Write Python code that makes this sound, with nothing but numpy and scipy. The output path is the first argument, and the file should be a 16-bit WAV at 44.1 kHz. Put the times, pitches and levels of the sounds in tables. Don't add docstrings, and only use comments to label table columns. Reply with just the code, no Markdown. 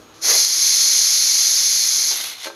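import sys
import numpy as np
from scipy import signal
from scipy.fft import rfft, irfft
from scipy.io import wavfile
from scipy.ndimage import uniform_filter1d

SR = 44100
rng = np.random.default_rng(int(sys.argv[2]) if len(sys.argv) > 2 else 0)


def inscribe(sig):
    pcm = np.round(np.clip(np.atleast_2d(sig).T, -1, 1) * 32767)
    wavfile.write(sys.argv[1], SR, pcm.astype(np.int16))


N = 112454


def undb(db):
    return 10 ** (np.asarray(db) / 20)


def unit(x):
    return x / np.sqrt(np.mean(x ** 2))


def envelope(rows):
    s, db = np.array(rows).T
    return undb(np.interp(np.arange(N) / SR, s, db, left=-np.inf, right=-np.inf))


def colour(x, spectrum, resonances=()):
    f = np.arange(N // 2 + 1) * SR / N + 1
    hz, db = np.array(spectrum).T
    gain = undb(np.interp(np.log(f), np.log(hz), db))
    for centre, width, lift in resonances:
        detuning = 2 * (f - centre) / width
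        gain *= np.sqrt(1 + (undb(lift) ** 2 - 1) / (1 + detuning ** 2))
    return unit(irfft(rfft(x) * gain, N))


def wander(hz):
    span = max(int(SR / hz), 1)
    return unit(uniform_filter1d(uniform_filter1d(rng.standard_normal(N), span), span))


def strike(rows, ring):
    out, age = np.zeros(N), np.arange(N) / SR
    for s, db in rows:
        start, sound = int(s * SR), ring(age)
        out[start:] += undb(db) * sound[:N - start] / np.std(sound[:SR // 100])
    return out


def kitchen(x, wet_db, t60_s=0.18):
    age = np.arange(SR // 2) / SR
    tail = rng.standard_normal(len(age)) * np.exp(-np.log(1000) * age / t60_s) * (age > .002)
    return x + undb(wet_db) * signal.fftconvolve(x, tail / np.linalg.norm(tail))[:N]


# frequency in Hz, relative density in dB.
BURNER_SPECTRUM = [(25, -20), (45, -21), (64, -10.5), (85, -4.5), (165, -4), (230, -1.5), (320, 1.5),
                   (700, -2), (1400, 2), (1900, -6.5), (4000, -3.5), (5200, -14), (6600, -12), (7400, -17),
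                   (8000, -31), (11000, -20), (15000, -37)]

def burner(level_db=-50, waver_db=1.9):
    noise = colour(rng.standard_normal(N), BURNER_SPECTRUM)
    return noise * undb(level_db + waver_db * wander(hz=9.6))


# time in seconds, level in dB.
RUSH_LEVELS = [(0, -46.5), (.2, -53), (.3, -47), (.5, -57), (.95, -49), (1.15, -61), (2.08, -56.5),
               (2.12, -55), (2.2, -80), (2.55, -73)]
# frequency in Hz, relative density in dB.
RUSH_SPECTRUM = [(25, -13), (62, -8), (110, -3.5), (170, -5.5), (230, -5.5), (310, 4), (600, -6.5),
                 (1200, -10), (3000, -29)]

def rush():
    return colour(rng.standard_normal(N), RUSH_SPECTRUM) * envelope(RUSH_LEVELS)


# time in seconds, level in dB.
WHISTLE_LEVELS = [(0, -70), (.045, -61), (.115, -61), (.14, -72)]

def whistle(pitch_hz=6590, waver=.003):
    hz = pitch_hz * (1 + waver * wander(hz=400))
    return np.sqrt(2) * np.sin(2 * np.pi * np.cumsum(hz) / SR) * envelope(WHISTLE_LEVELS)


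# frequency in Hz, relative level in dB, time to fall 60 dB in seconds.
LID_MODES = [(343, -2, 0.54), (425, -3.5, 0.25), (553, 3, 0.075), (610, 1, .11), (790, -7, 0.09),
             (896, 7.5, .06), (1056, -5, 0.058), (1350, -7, 0.096), (1574, 3, 0.07), (2340, 4, 0.047)]
# start in seconds, level in dB.
KNOCKS = [(2.112, -37), (2.457, -33.5), (2.4698, -29), (2.5005, -36), (2.522, -46), (2.543, -51)]
# frequency in Hz, relative density in dB.
CRACK_SPECTRUM = [(120, -31), (240, -24), (340, 0), (900, 7), (1600, -1), (3000, -7), (7000, -21),
                  (15000, -42)]

def knocks(spread_db=2.6, crack_db=6.5, crack_decay_s=0.0065):
    low_cut = signal.butter(4, 300, "high", fs=SR, output="sos")

    def ring(age):
        modes = np.zeros(N)
        for hz, db, t60 in LID_MODES:
            gain = undb(db + spread_db * rng.standard_normal())
            modes += gain * np.sin(2 * np.pi * hz * age) * np.exp(-np.log(1000) * age / t60)
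        crack = colour(rng.standard_normal(N), CRACK_SPECTRUM) * np.exp(-age / crack_decay_s)
        return signal.sosfilt(low_cut, modes + undb(crack_db) * crack)
    return strike(KNOCKS, ring)


# centre in Hz, width in Hz, lift in dB.
GAP_RESONANCES = [(430, 38, 4), (680, 50, 7), (2100, 200, 6), (3580, 340, 4), (4170, 220, 7),
                  (6340, 310, 3)]

def wet_steam(levels, spectrum, drops_db, rough_db, drops_per_s=1100, spread_db=8.5):
    sizes = undb(spread_db * np.minimum(rng.exponential(size=N), 4))
    bursts = rng.random(N) < drops_per_s / SR
    drops = bursts * sizes * np.sign(rng.standard_normal(N))
    flow = rng.standard_normal(N) + undb(drops_db) * unit(drops)
    roughness = undb(rough_db * wander(hz=220))
    return colour(flow * roughness, spectrum, GAP_RESONANCES) * envelope(levels)


# time in seconds, level in dB.
SIZZLE_LEVELS = [(2.09, -50), (2.125, -32.5), (2.29, -36.5), (2.34, -50)]
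# frequency in Hz, relative density in dB.
SIZZLE_SPECTRUM = [(3000, -35), (7900, -20), (9500, -8), (11200, 0), (12500, -7), (15000, -21)]

def sizzle():
    return wet_steam(SIZZLE_LEVELS, SIZZLE_SPECTRUM, drops_db=-8, rough_db=2.7)


# time in seconds, level in dB.
OPENING_LEVELS = [(.21, -56), (.245, -30), (.288, -27.5), (.3, -21), (.335, -27), (.354, -24.5), (.39, -37),
                  (.46, -52), (.6, -47)]
CLOSING_LEVELS = [(2.1, -55), (2.113, -27), (2.18, -28.5), (2.298, -30), (2.355, -40.5), (2.41, -36.5),
                  (2.45, -30), (2.482, -39), (2.492, -47), (2.55, -52)]
# frequency in Hz, relative density in dB.
OPENING_SPECTRUM = [(60, -21), (200, -15), (420, -2), (850, -3), (1900, -1.5), (3000, -11), (4300, -10),
                    (6300, -11), (7900, -23), (11000, 3), (15000, -17)]
CLOSING_SPECTRUM = [(100, -24), (320, -21.5), (1000, -7.5), (1700, -7.5), (2800, -3.5), (3500, -0.5),
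                    (4200, -2), (5000, -6), (6400, -6), (7900, -18), (9500, -12.5), (11200, -8),
                    (15000, -26)]

def sputter():
    opening = wet_steam(OPENING_LEVELS, OPENING_SPECTRUM, drops_db=-6.5, rough_db=2.1)
    closing = wet_steam(CLOSING_LEVELS, CLOSING_SPECTRUM, drops_db=-6.5, rough_db=2.3)
    return opening + closing


# frequency in Hz, relative density in dB.
VALVE_SPECTRUM = [(100, -40), (330, -33), (1000, -23), (1750, -18.5), (2900, -17), (3450, -8.5),
                  (3900, -9.5), (4150, -5.5), (4500, -5), (5500, 1), (6750, 0.5), (7250, -10.5),
                  (7900, -22.5), (8500, -18), (9500, -14.5), (10300, -6.5), (11250, -5), (12100, -15.5),
                  (13300, -20.5), (15000, -23.5)]
# centre in Hz, width in Hz, lift in dB.
VALVE_RESONANCES = [(2190, 360, 7), (3630, 75, 1.5), (4248, 190, 9.5), (4770, 103, 6), (5240, 100, 2),
                    (6000, 140, 1.5), (6305, 250, 6.5)]

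def valve(excitation):
    return colour(excitation, VALVE_SPECTRUM, VALVE_RESONANCES)


# start in seconds, level in dB.
SPITS = [(.306, -19), (.342, -27), (.4465, -16.5), (2.114, -27), (2.191, -35), (2.214, -36), (2.2975, -38),
         (2.3985, -43), (2.430, -36.5)]

def spits(decay_s=0.0017):
    return strike(SPITS, lambda age: valve(rng.standard_normal(N)) * age * np.exp(-age / decay_s))


# time in seconds, level in dB.
JET_LEVELS = [(0, -54), (.132, -68), (.146, -50.5), (.207, -51), (.223, -27.5), (.242, -19.5), (.30, -13.5),
              (.325, -15.5), (.40, -13.5), (.447, -16.5), (.458, -18.5), (.6, -16.5), (.68, -14.5),
              (1.05, -15), (1.7, -16), (2.108, -17.5), (2.12, -20.5), (2.18, -27), (2.29, -33.5),
              (2.36, -48), (2.478, -36), (2.492, -47), (2.55, -53)]

def jet(flutter_db=0.3, surge_db=0.17):
    eddies = rng.standard_normal(N) * undb(flutter_db * wander(hz=224) + surge_db * wander(hz=35))
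    return valve(eddies) * envelope(JET_LEVELS)


def scene():
    around = sputter() + sizzle() + rush() + burner() + whistle() + spits() + knocks()
    mix = kitchen(jet(), wet_db=-15.5) + kitchen(around, wet_db=-7)
    return np.array([mix, mix])


def record(dry, top_hz=15100):
    return signal.sosfilt(signal.ellip(10, .2, 80, top_hz, fs=SR, output="sos"), dry)


dry = scene()
out = record(dry)
inscribe(out)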